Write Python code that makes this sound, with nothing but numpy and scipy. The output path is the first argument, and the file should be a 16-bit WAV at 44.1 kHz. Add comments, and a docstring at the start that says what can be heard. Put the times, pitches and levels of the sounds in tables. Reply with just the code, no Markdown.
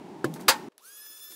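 """Over a low room rumble, a hand slaps a cut-out plasterboard panel. It flexes, scrapes out of its opening,
knocks on the frame and lands flat with a bang in the room behind. The scene then changes abruptly to a quiet
room. A switch clicks and a small handheld motor, like a vacuum cleaner's, spins up to a steady whine of fan
tones and rushing air, its housing bumping and rubbing as it is moved to the opening."""
import sys
import numpy as np
from scipy import signal
from scipy.fft import rfft, irfft
from scipy.io import wavfile

SR = 44100
rng = np.random.default_rng(int(sys.argv[2]) if len(sys.argv) > 2 else 0)


def inscribe(sig):
    """Save sig as 16-bit PCM at rate SR to the path in sys.argv[1].

    A 1-D sig is mono; a 2-D sig holds one channel per row.
    Samples are clipped to [-1, 1] before scaling.
    """
    pcm = np.round(np.clip(np.atleast_2d(sig).T, -1, 1) * 32767)
    wavfile.write(sys.argv[1], SR, pcm.astype(np.int16))


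N = 59535
T = np.arange(N) / SR
BIN_HZ = np.fft.rfftfreq(N, 1 / SR)


def from_db(db):
    """Decibels to gain."""
    return 10 ** (np.asarray(db) / 20)


def unit_rms(x):
    """Scale to an rms of 1."""
    return x / np.sqrt(np.mean(x ** 2) + 1e-20)


def at_hz(table, hz, column=1):
    """Read one column of a table on a log-frequency axis."""
    table = np.array(table)
    return np.interp(np.log(hz + 1e-3), np.log(table[:, 0]), table[:, column])


def coloured(spectrum, source=None):
    """White noise, or another source, through an EQ curve; rms 1, so the curve's levels are relative."""
    source = rng.standard_normal(N) if source is None else source
    return unit_rms(irfft(rfft(source) * from_db(at_hz(spectrum, BIN_HZ)), N))


def uneven_noise(ripple_db, width_hz):
    """Noise with random spectral peaks and dips, shallower below 2 kHz."""
    heights = np.clip(rng.standard_normal(2048), -2, 2)
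    ripple = np.interp(BIN_HZ / width_hz, np.arange(len(heights)), heights)
    gain = from_db(ripple_db * ripple * np.clip(BIN_HZ / 2000, 0, 1))
    return irfft(rfft(rng.standard_normal(N)) * gain, N)


def drift(rate_hz):
    """A random modulator of rms 1, rolled off above rate_hz."""
    return unit_rms(irfft(rfft(rng.standard_normal(N)) / (1 + (BIN_HZ / rate_hz) ** 2), N))


def envelope(start, attack, hold, t60):
    """Linear attack, hold, exponential release; times in seconds."""
    age = T - start
    rise = np.clip(age / max(attack, 1e-4), 0, 1)
    return rise * from_db(-60 * np.maximum(age - attack - hold, 0) / t60)


def burst(table, start, attack, hold, source=None):
    """A crowd of close modes: third-octave bands of noise, each dying at its own rate."""
    spectrum = rfft(coloured(table, source))
    edges = np.geomspace(20, 20000, 31)
    sound = np.zeros(N)
    for low, high in zip(edges, edges[1:]):
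        band = irfft(spectrum * ((BIN_HZ >= low) & (BIN_HZ < high)), N)
        t60 = at_hz(table, np.sqrt(low * high), column=2)
        sound += band * envelope(start, attack, hold, t60)
    return sound


def ring(modes, start, attack, hold):
    """Distinct modes set ringing by one blow."""
    return sum(from_db(db) * envelope(start, attack, hold, t60)
               * np.sin(2 * np.pi * (hz * (T - start) + rng.random())) for hz, db, t60 in modes)


# Low room bed: f/Hz, level/dB
RUMBLE_EQ = [(40, -48), (100, -19.5), (143, -14), (192, -5), (387, -4), (484, -17.5), (700, -16),
             (890, -11), (1100, -24.5), (1600, -28), (2570, -32.5), (4240, -37.5), (9000, -45),
             (15500, -54.5)]


def room_rumble():
    """The room rumbles, swelling by 2 dB a second."""
    return from_db(-44 + 2 * T) * coloured(RUMBLE_EQ)


# Smack of the palm: f/Hz, level/dB, t60/s
PALM_BANDS = [(40, -25.5, .25), (120, -22.5, 0.21), (230, -0.5, 0.22), (383, -3.5, 0.17), (809, -17, 0.12),
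              (1070, -1.5, 0.019), (1700, 1, 0.012), (2130, -25, 0.14), (4750, -22.5, 0.062),
              (15000, -43, 0.14)]
# Ring of the panel held in the wall: f/Hz, level/dB, t60/s
HELD_MODES = [(307, -7, .2), (342, 4.5, 0.036), (424, -15, 0.13), (517, -18.5, 0.22), (595, -19, 0.16),
              (755, -25.5, 0.24), (1075, -20, 0.15)]


def slap(start=.2428):
    """The palm hits the panel and sets it ringing."""
    palm = from_db(-23) * burst(PALM_BANDS, start, attack=.0002, hold=.0025)
    return palm + from_db(-17.5) * ring(HELD_MODES, start, attack=.00056, hold=0)


# Bending note of the panel: t/s, f/Hz, level/dB
FLEX_CURVE = [(.243, 120, -44), (.258, 132, -34), (.285, 148, -41), (.305, 172, -37), (.345, 146, -44),
              (.365, 150, -54), (.40, 166, -48), (.455, 205, -47), (.48, 205, -60)]


def flex():
    """The panel bends as it comes loose, with a low gliding note."""
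    times, hz, db = np.transpose(FLEX_CURVE)
    level = from_db(np.interp(T, times, db, left=-200, right=-200))
    phase = 2 * np.pi * np.cumsum(np.interp(T, times, hz)) / SR
    return np.sqrt(2) * level * np.sin(phase)


# Bright, gritty friction: f/Hz, level/dB
GRIT_EQ = [(200, -39), (700, -7), (1600, -12), (2600, -2.5), (5500, 2), (10000, 1.5), (15500, -4)]
# Scrapes along the cut: t/s, level/dB, attack/s, t60/s
SCRAPE_CUES = [(.2452, -27.5, .0005, .014), (.25, -63, .01, 1.5), (.3392, -35, .0005, .014),
               (.336, -52, .014, .12), (.393, -51, .018, .1)]


def scrapes(grains_per_s=6000):
    """The cut edges rub and crumble in a spray of plaster grains."""
    grains = (rng.random(N) < grains_per_s / SR) * rng.standard_normal(N)
    level = sum(from_db(db) * envelope(start, attack, 0, t60) for start, db, attack, t60 in SCRAPE_CUES)
    return level * coloured(GRIT_EQ, grains)


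# Panel against frame: f/Hz, level/dB, t60/s
KNOCK_BANDS = [(100, -23.5, .2), (300, -1.5, 0.32), (800, -6.5, 0.11), (1700, -6.5, 0.057),
               (2800, -18.5, .1), (15000, -36.5, .06)]
# Hits on the frame: t/s, level/dB
KNOCK_CUES = [(.36, -43), (.394, -45), (.413, -48)]


def knocks():
    """The panel knocks on the frame as it tips."""
    return sum(from_db(db) * burst(KNOCK_BANDS, start, attack=.0017, hold=.002)
               for start, db in KNOCK_CUES)


# Crack of the flat landing: f/Hz, level/dB, t60/s
BANG_BANDS = [(35, -22.5, .1), (120, -15.5, .13), (300, -9.5, 0.13), (560, -4.5, .15), (700, -2.5, 0.11),
              (860, 2.5, 0.17), (1080, -0.5, .15), (1600, 0.5, 0.13), (2700, -2.5, 0.1), (4550, -1.5, .105),
              (5660, -9, .11), (9250, -9.5, 0.098), (15500, -14, 0.061)]
# Ring of the panel on the floor: f/Hz, level/dB, t60/s
FALLEN_MODES = [(536.4, -2.5, .13), (849, 0.5, 0.24), (901, -5.5, .3), (1223, -2, .08), (1597, -4, 0.067),
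                (1826, -11.5, 0.31), (2100, -5, .09), (2652, -1.5, 0.07), (3225, -9, 0.15), (4232, -5, .1),
                (4890, -14.5, 0.027), (8005, -6.5, .08), (8754, -6, .08), (12656, -8.5, 0.073)]
# Reverb of the room behind: f/Hz, level/dB, t60/s
BACK_ROOM_BANDS = [(50, -38, .3), (149, -14.5, 0.44), (400, -5, 0.29), (900, 2, .45), (1990, -5.5, .4),
                   (5000, -13.5, 0.47), (15000, -22.5, 0.39)]


def bang(start=.4812):
    """One edge brushes the floor, then the whole board lands; board and back room ring on."""
    edge = from_db(-43) * burst(BANG_BANDS, start=.477, attack=.003, hold=0)
    crowded_modes = uneven_noise(ripple_db=2.5, width_hz=108.4)
    crash = from_db(-12) * burst(BANG_BANDS, start, attack=.0014, hold=.0105, source=crowded_modes)
    board = from_db(-23.5) * ring(FALLEN_MODES, start, attack=.0069, hold=.0041)
    reverb = from_db(-39.5) * burst(BACK_ROOM_BANDS, start, attack=.03, hold=.015)
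    return edge + crash + board + reverb


# Faint room bed: f/Hz, level/dB
QUIET_EQ = [(60, -33), (200, -12.5), (443, -1), (585, -6.5), (720, -10), (2050, -24), (4000, -27),
            (15500, -40)]


def quiet_room():
    """Steady room tone under the machine."""
    return from_db(-70) * coloured(QUIET_EQ)


# Tick of the plastic housing: f/Hz, level/dB, t60/s
TAP_BANDS = [(60, -26, .08), (299, -14, 0.092), (910, 0, 0.084), (2180, 0, 0.054), (4000, -8, 0.043),
             (15000, -23, .04)]
# Touches on the housing: t/s, level/dB
TAP_CUES = [(.719, -66), (1.063, -58), (1.317, -55)]


def taps():
    """Light taps ring briefly in the plastic housing."""
    return sum(from_db(db) * burst(TAP_BANDS, start, attack=.0014, hold=.0014) for start, db in TAP_CUES)


# Snap of the switch, and its tail: f/Hz, level/dB, t60/s
SNAP_BANDS = [(60, -50, .01), (400, -20, .015), (900, -4, 0.015), (1600, -5, .02), (2100, -11, .012),
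              (3000, -5, .012), (6000, -1.5, 0.0086), (8500, -4, .008), (10900, 4, .008),
              (15500, -11, 0.0073)]
SNAP_TAIL_BANDS = [(60, -45, .1), (400, -16, .15), (1200, -4, .12), (2000, -10, .12), (3500, -1, 0.19),
                   (7000, -14, 0.23), (11000, -6, .1), (15500, -27, .1)]


def switch(start=.7798):
    """A small plastic snap and its short echo."""
    snap = from_db(-45.5) * burst(SNAP_BANDS, start, attack=.00038, hold=.00056)
    return snap + from_db(-62.5) * burst(SNAP_TAIL_BANDS, start, attack=.002, hold=.014)


# Hiss of the airflow: f/Hz, level/dB
AIR_EQ = [(60, -35), (130, -19), (400, -19), (700, -9), (1300, 10), (2100, -5), (2700, 4.5), (4000, 3),
          (4800, 3.5), (5400, 4.5), (5950, 7), (6600, 7.5), (8000, 2.5), (9700, 1.5), (11400, 11),
          (13300, 0.5), (14700, 6), (15600, 1.5)]


def air_rush(speed):
    """Fluttering air noise that gains 13 dB each time the fan's speed doubles."""
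    db = -53 + 13 * np.log2(speed + 1e-6) + 1.2 * drift(rate_hz=45)
    return from_db(db) * coloured(AIR_EQ, uneven_noise(ripple_db=1.5, width_hz=154))


# Fan partials: multiple of the blade tone, level/dB at full speed, slope/dB per doubling of speed
WHINE_PARTIALS = [(1, -62.5, -10.5), (1.5, -72.5, 30), (2, -56.5, 66), (3, -56, 30), (3.5, -62.5, 62),
                  (4, -58, 10), (5, -60.5, 19), (6, -53.5, 22), (6.5, -81, 35), (7, -53, 31),
                  (8, -58.5, 17), (9, -56, 16)]


def whine(blade_hz, speed):
    """The blade tone rises first, overtones join near full speed; all waver as reflections shift."""
    phase = 2 * np.pi * np.cumsum(blade_hz * (1 + .0007 * drift(rate_hz=40))) / SR  # speed jitter
    blade_fade = np.clip((speed - .25) / .58, 0, 1) ** 2
    overtone_fade = np.clip((speed - .666) / .16, 0, 1) ** 2
    octaves = np.log2(speed + 1e-6)
    tones = np.zeros(N)
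    for multiple, db, slope in WHINE_PARTIALS:
        reflected_share = .6 * np.sqrt(multiple / WHINE_PARTIALS[-1][0])  # high partials waver most
        sine, cosine = np.sin(multiple * phase), np.cos(multiple * phase)
        direct = np.sqrt(2 - 2 * reflected_share) * sine
        reflected = np.sqrt(reflected_share) * (drift(rate_hz=15) * sine + drift(rate_hz=15) * cosine)
        fade = blade_fade if multiple == 1 else overtone_fade
        tones += fade * from_db(db + slope * octaves) * (direct + reflected)
    return tones


# Spin-up of the blade tone: t/s, f/Hz
BLADE_PITCH = [(.778, 0), (.793, 560), (.81, 961), (.83, 1240), (.85, 1418), (.866, 1510), (.885, 1580),
               (.916, 1645), (.958, 1687), (1.0, 1706), (1.04, 1721), (1.14, 1730), (1.35, 1753)]
# Level ride on the moving machine: t/s, level/dB
SWING_RIDE = [(.8, -1.5), (.86, 1), (.9, -2), (.94, -2), (.975, .5), (1.03, -0.5), (1.14, 0), (1.2, -0.5),
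              (1.25, -0.5), (1.35, -2.5)]


def motor():
    """The fan spins up; its level drifts as the machine is swung about."""
    blade_hz = np.interp(T, *np.transpose(BLADE_PITCH))
    speed = blade_hz / blade_hz.max()
    swing = from_db(np.interp(T, *np.transpose(SWING_RIDE)))
    return swing * (whine(blade_hz, speed) + air_rush(speed))


# Soft thud through the housing: f/Hz, level/dB
THUD_EQ = [(50, -30), (100, -15), (200, -7), (310, 0), (420, -1), (520, -12), (1300, -16), (3000, -35)]
# Bumps of the housing: t/s, thud level/dB, rub level/dB, attack/s, t60/s
BUMP_CUES = [(1.061, -66.5, -57, 0.0035, 0.054), (1.09, -63.5, -70, 0.012, 0.27),
             (1.293, -58, -48.5, 0.016, 0.26)]


def bumps():
    """The housing thuds and rubs as it is handled and set against the opening."""
    thud, rub = coloured(THUD_EQ), coloured(GRIT_EQ)
    return sum((from_db(thud_db) * thud + from_db(rub_db) * rub) * envelope(start, attack, 0, t60)
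               for start, thud_db, rub_db, attack, t60 in BUMP_CUES)


def scene(change_s=.6865):
    """The scene changes abruptly from the falling panel over its rumble to the machine in a quiet room; mono."""
    panel = slap() + flex() + scrapes() + knocks() + bang() + room_rumble()
    machine = switch() + motor() + bumps() + taps() + quiet_room()
    crossfade = np.clip((T - change_s) / .001, 0, 1)
    return ((1 - crossfade) * panel + crossfade * machine)[None]


def record(dry):
    """Soft clipping rounds the peaks and a steep low-pass trims the highest treble."""
    ceiling, cutoff_hz = .7, 15680
    lowpass = signal.ellip(12, .1, 80, cutoff_hz, fs=SR, output="sos")
    return signal.sosfilt(lowpass, ceiling * np.tanh(dry / ceiling))


dry = scene()
out = record(dry)
inscribe(out)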